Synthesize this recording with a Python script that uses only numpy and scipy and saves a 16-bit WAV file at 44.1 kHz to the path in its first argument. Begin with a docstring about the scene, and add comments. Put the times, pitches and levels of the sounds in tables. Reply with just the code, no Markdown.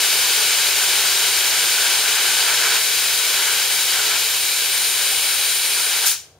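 """A loud jet of air roars while its valve is wide, thins to a whistling fizz as it narrows, spits and is shut.
Compressed air vents from the tank of a stopped workshop compressor outdoors, and a hand works the valve.
The jet is banded noise steered by valve and tank; resonant noise makes the ring, whistle and last wheeze.
A concrete slab reflects the hiss, machine and yard add short tails, and a faint distant hum lies beneath."""
import sys
import numpy as np
from scipy import signal
from scipy.fft import rfft, irfft
from scipy.io import wavfile

SR = 44100
rng = np.random.default_rng(int(sys.argv[2]) if len(sys.argv) > 2 else 0)


def generate_wav(signal):
    """Clip the signal to [-1, 1] and save it as 16-bit WAV at the path in sys.argv[1]."""
    frames = np.transpose(np.atleast_2d(signal))
    scaled = np.clip(frames, -1, 1) * 32767
    pcm = np.round(scaled).astype(np.int16)
    wavfile.write(sys.argv[1], SR, pcm)


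N = 281792
TIME = np.arange(N) / SR  # s
FREQ = np.maximum(np.arange(N // 2 + 1) * SR / N, 1)  # Hz, kept above 0 for the logarithms

SPIT_S, SHUT_S = 6.056, 6.118
OUTDOORS_DB = -56.5
TOP_HZ = 15640  # upper edge of the sound

# Outdoor background colour. Each row: frequency in Hz, relative level in dB per Hz.
OUTDOORS_COLOUR = [(20, -24), (50, -6), (90, 3), (150, -8), (260, -13), (450, -4), (800, -9), (1500, -18),
                   (4000, -32), (9000, -32), (15000, -32)]
# Partials of the distant hum. Each row: centre frequency in Hz, level in dB before it wavers.
HUM_PARTIALS = [(47, -77), (83.8, -64.5), (100, -70), (144, -63.5)]
# Light wind on the microphone. Each row: time in s, level in dB before it wanders.
WIND_LEVEL = [(0, -63), (2.1, -67), (2.6, -80), (6.39, -80)]
# The two microphone ports. Each row: frequency in Hz, likeness from 0 to 1,
# left minus right level in dB, left phase lead in rad.
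PORT_DIFFERENCES = [(100, 0.94, 0.5, .1), (1500, 0.96, 1.5, 0.11), (4060, 0.97, 1.1, .05),
                    (5120, 0.75, -1.5, 0.27), (5850, 0.24, 3, 1.24), (6800, 0.48, 3, 0.45),
                    (8650, 0.36, 5.5, .45), (9400, .54, 3.5, .15), (10200, 0.46, 3, 1.7),
                    (13000, 0.2, 4, .6), (15500, 0.5, 2, .3)]
# Turbulence of the free jet. Each row: frequency in Hz, relative level in dB per Hz.
JET_SPECTRUM = [(50, -35), (145, -17), (205, -24), (300, -23.5), (338, -11.5), (405, -5.5), (600, -11),
                (780, -10.5), (1200, -7.5), (1700, -6.5), (2400, -2.5), (3100, -0.5), (4500, -1.7),
                (5000, -1.4), (5500, -4.5), (7000, -2.5), (8400, -2.5), (9800, -2.6), (10500, -4),
                (13000, -5.5), (14300, -6), (15600, -7.3)]
# Resonances of the open valve body. Each row: frequency in Hz, damping width in Hz, relative level in dB.
BODY_MODES = [(907, 230, -6.5), (1530, 370, 1.2), (2270, 470, -5)]
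# Resonances that sing as the gap narrows. Each row: frequency in Hz, damping width in Hz, relative level in dB.
GAP_MODES = [(2380, 330, -0.5), (4000, 420, 3), (9660, 1250, -6), (13000, 700, -8)]
# The hand on the valve. Each row: time in s, opening from 0 (nearly shut) to 1 (wide).
VALVE_OPENING = [(0, 0.44), (1.7, 0.6), (2.45, 0.75), (2.64, 0.91), (2.76, 0.9), (2.8, 0.34), (3.27, 0.42),
                 (3.48, .7), (3.7, 0.38), (3.88, 0.27), (4.0, 0.71), (4.14, 0.69), (4.26, 0.16),
                 (4.8, 0.15), (5.2, 0.33), (5.55, 0.13), (6.04, 0.56)]
# How each part of the jet follows valve and tank. Each holds: level in dB half open on a full tank,
# gain in dB from nearly shut to wide, loss in dB per s as the tank empties.
ROAR_FLOW = (-31, 4.3, 0.53)
HISS_FLOW = (-18, 2.3, 0.43)
FIZZ_FLOW = (-22, -2, 0.29)
HOLLOW_FLOW = (-31.5, 16, 0.12)
SEAT_FLOW = (-32.8, -11, 0)
# Breathy whistle at the edge of the gap. 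Each row: time in s, level in dB before it wavers.
WHISTLE_LEVEL = [(0, -35), (2.5, -30), (2.7, -45), (2.86, -34), (3.78, -33), (4.0, -46), (4.55, -35),
                 (4.76, -27.5), (5.5, -26.5), (6.04, -29)]


def undb(db):
    """Decibels to gain."""
    return 10 ** (np.asarray(db) / 20)


def unit(x):
    """Scale to rms 1."""
    return x / np.sqrt(np.mean(x ** 2))


def over_time(table):
    """The second column of a table, joined by straight lines in time."""
    return np.interp(TIME, *np.transpose(table))


def over_freq(table):
    """The columns of a table, joined by lines on a log-frequency axis."""
    hz, *columns = np.transpose(table)
    return [np.interp(np.log(FREQ), np.log(hz), column) for column in columns]


def shaped(x, response):
    """Filter by a frequency response."""
    return irfft(rfft(x) * response, N)


def below(hz, order):
    """Low-pass curve from 1 to 0 that passes one half at hz."""
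    return 1 / (1 + (FREQ / hz) ** order)


def resonance(hz, width_hz):
    """Response of one damped resonance, gain 1 at its centre."""
    return 1 / (1 + 1j * (FREQ ** 2 - hz ** 2) / (FREQ * width_hz))


def modes(table):
    """Steep-sided resonances whose powers add, as if each were stirred by its own eddies."""
    power = sum(undb(2 * db) * np.abs(resonance(hz, width)) ** 4 for hz, width, db in table)
    return np.sqrt(power)


def walk(rate):
    """Smooth random wander of spread 1, up to about rate changes a second."""
    return unit(shaped(rng.standard_normal(N), below(rate, order=4)))


def air_noise(response):
    """Coloured noise at the two ports: nearly alike in the bass, less so in the treble."""
    likeness, left_db, lead = over_freq(PORT_DIFFERENCES)
    likeness = np.clip(likeness, 0, 1)
    mid, side = rfft(rng.standard_normal((2, N)))
    sign = np.array([[1], [-1]])  # left, right
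    pair = mid * np.sqrt(1 + likeness) + sign * side * np.sqrt(1 - likeness)
    balance = undb(sign * left_db / 2)
    phase = np.exp(.5j * sign * lead)
    return unit(irfft(pair * response * balance * phase, N))


def outdoors():
    """A soft low bed of noise with a distant hum that wavers in level and pitch."""
    bed_db = OUTDOORS_DB + 1.6 * walk(rate=2.3)
    bed = air_noise(undb(over_freq(OUTDOORS_COLOUR)[0])) * undb(bed_db)
    hum = 0
    for hz, db in HUM_PARTIALS:
        level = undb(db + 2.0 * walk(rate=6.8))
        pitch_hz = hz + 1.94 * walk(rate=5.7)
        hum = hum + level * np.sin(2 * np.pi * np.cumsum(pitch_hz) / SR)
    return bed + np.sqrt(2) * hum  # root 2 turns rms level into sine peak


def wind():
    """Light wind pushes on the microphone as a deep, narrow band of noise."""
    rumble = air_noise(below(45, order=4) * (1 - below(30, order=4)))
    return rumble * undb(over_time(WIND_LEVEL) + 2 * walk(rate=4))


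def echoes(x, db, t60_s, dull_hz, first_s):
    """A dense, fading cloud of reflections, different at each port."""
    tail = rng.standard_normal((2, N)) * undb(-60 * TIME / t60_s) * (TIME > first_s)
    tail = tail / np.sqrt(np.sum(tail ** 2, axis=1, keepdims=True))
    dulled = shaped(x, np.sqrt(below(dull_hz, order=4)))
    return undb(db) * signal.fftconvolve(dulled, tail, axes=1)[:, :N]


def slab(lag_ms=1.28, share=0.18, dull_hz=7500):
    """The bounce off the concrete arrives just after the direct sound and ripples its spectrum."""
    delay = np.exp(-2j * np.pi * FREQ * lag_ms / 10 ** 3)
    return 1 + share * below(dull_hz, order=4) * delay


def closing(fall_s, start_s=SHUT_S):
    """The flow dies away exponentially as the valve meets its seat."""
    return np.exp(-np.maximum(TIME - start_s, 0) / fall_s)


def flow(db, opening_db, sag_db_per_s):
    """Gain of one part of the jet: it follows the valve and sinks with the tank pressure."""
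    opening = over_time(VALVE_OPENING)
    return undb(db + opening_db * (opening - .5) - sag_db_per_s * TIME)


def wheeze(db=-26, hz=6100, width_hz=3200, start_s=6.09, rise_s=0.021, fall_s=0.04):
    """The last air squeezes past the seat in a soft, fading sizzle."""
    age = np.maximum(TIME - start_s, 0)
    swell = (1 - np.exp(-age / rise_s)) ** 2 * np.exp(-age / fall_s)
    return air_noise(resonance(hz, width_hz) ** 2) * undb(db) * swell / swell.max()


def spit(db=-14.0, rise_s=0.0041, fall_s=0.06, edge_hz=5200):
    """Just before it shuts, the gap throws a short bright burst."""
    age = np.maximum(TIME - SPIT_S, 0)
    burst = (1 - np.exp(-age / rise_s)) * np.exp(-age / fall_s)
    colour = np.sqrt((1 - below(edge_hz, order=6)) * below(11400, order=4))
    return air_noise(colour) * undb(db) * burst / burst.max() * closing(fall_s=0.024)


def whistle(hz=9050, width_hz=1200, rise_hz_per_s=300, narrow_s=4.75):
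    """The edge of the gap sings a breathy whistle that creeps upward once the valve is narrow."""
    age = np.maximum(TIME - narrow_s, 0)
    glide = np.exp(2j * np.pi * np.cumsum(rise_hz_per_s * age) / SR)
    breath = air_noise(resonance(hz, width_hz) ** 2)
    tone = np.real(signal.hilbert(breath) * glide)  # shifts the whole band upward
    db = over_time(WHISTLE_LEVEL) + 0.8 * walk(rate=12)
    return tone * undb(db) * closing(fall_s=0.025)


def jet():
    """Large eddies roar, smaller ones hiss, the finest fizz at the lip; valve body and seat gap ring."""
    colour = undb(over_freq(JET_SPECTRUM)[0]) * slab()
    # power shares that split the jet into three bands
    large, coarse = below(1700, order=6), below(8230, order=8)
    roar = air_noise(colour * np.sqrt(large)) * flow(*ROAR_FLOW)
    hiss = air_noise(colour * np.sqrt((1 - large) * coarse)) * flow(*HISS_FLOW)
    fizz = air_noise(colour * np.sqrt(1 - coarse)) * flow(*FIZZ_FLOW)
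    hollow = air_noise(modes(BODY_MODES)) * flow(*HOLLOW_FLOW)
    seat = air_noise(modes(GAP_MODES)) * flow(*SEAT_FLOW)
    # the large eddies are the first to go when the valve closes
    roar = roar * closing(fall_s=0.058, start_s=6.05)
    hiss = hiss * closing(fall_s=0.042, start_s=6.10)
    fizz = fizz * closing(fall_s=0.037)
    hollow = hollow * closing(fall_s=0.028)
    seat = seat * closing(fall_s=0.027)
    # eddies make the whole jet flutter; fizz and seat sputter fastest
    flutter_db = 0.33 * walk(rate=18)
    sputter_db = 0.4 * walk(rate=300)
    waver_db = 1.7 * walk(rate=13)
    parts = roar + hiss + hollow * undb(waver_db) + (fizz + seat) * undb(sputter_db)
    return parts * undb(flutter_db)


def scene():
    """The venting air, scattered at once by tank and belt guard and later by the yard, over the background."""
    air = jet() + whistle() + spit() + wheeze()
    machine = echoes(air, db=-11.5, t60_s=0.053, dull_hz=18000, first_s=0.00208)
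    yard = echoes(air, db=-18.5, t60_s=0.55, dull_hz=6500, first_s=0.015)
    return outdoors() + wind() + yard + machine + air


def record(dry):
    """The microphone sheds the deepest rumble and has one narrow treble notch; the top is cut steeply."""
    rumble_hz, notch_hz, notch_width_hz = 38, 7890, 340
    lean = signal.sosfilt(signal.butter(4, rumble_hz, "high", fs=SR, output="sos"), dry)
    notched = signal.lfilter(*signal.iirnotch(notch_hz, notch_hz / notch_width_hz, fs=SR), lean)
    return signal.sosfilt(signal.ellip(12, .1, 80, TOP_HZ, fs=SR, output="sos"), notched)


dry = scene()
out = record(dry)
generate_wav(out)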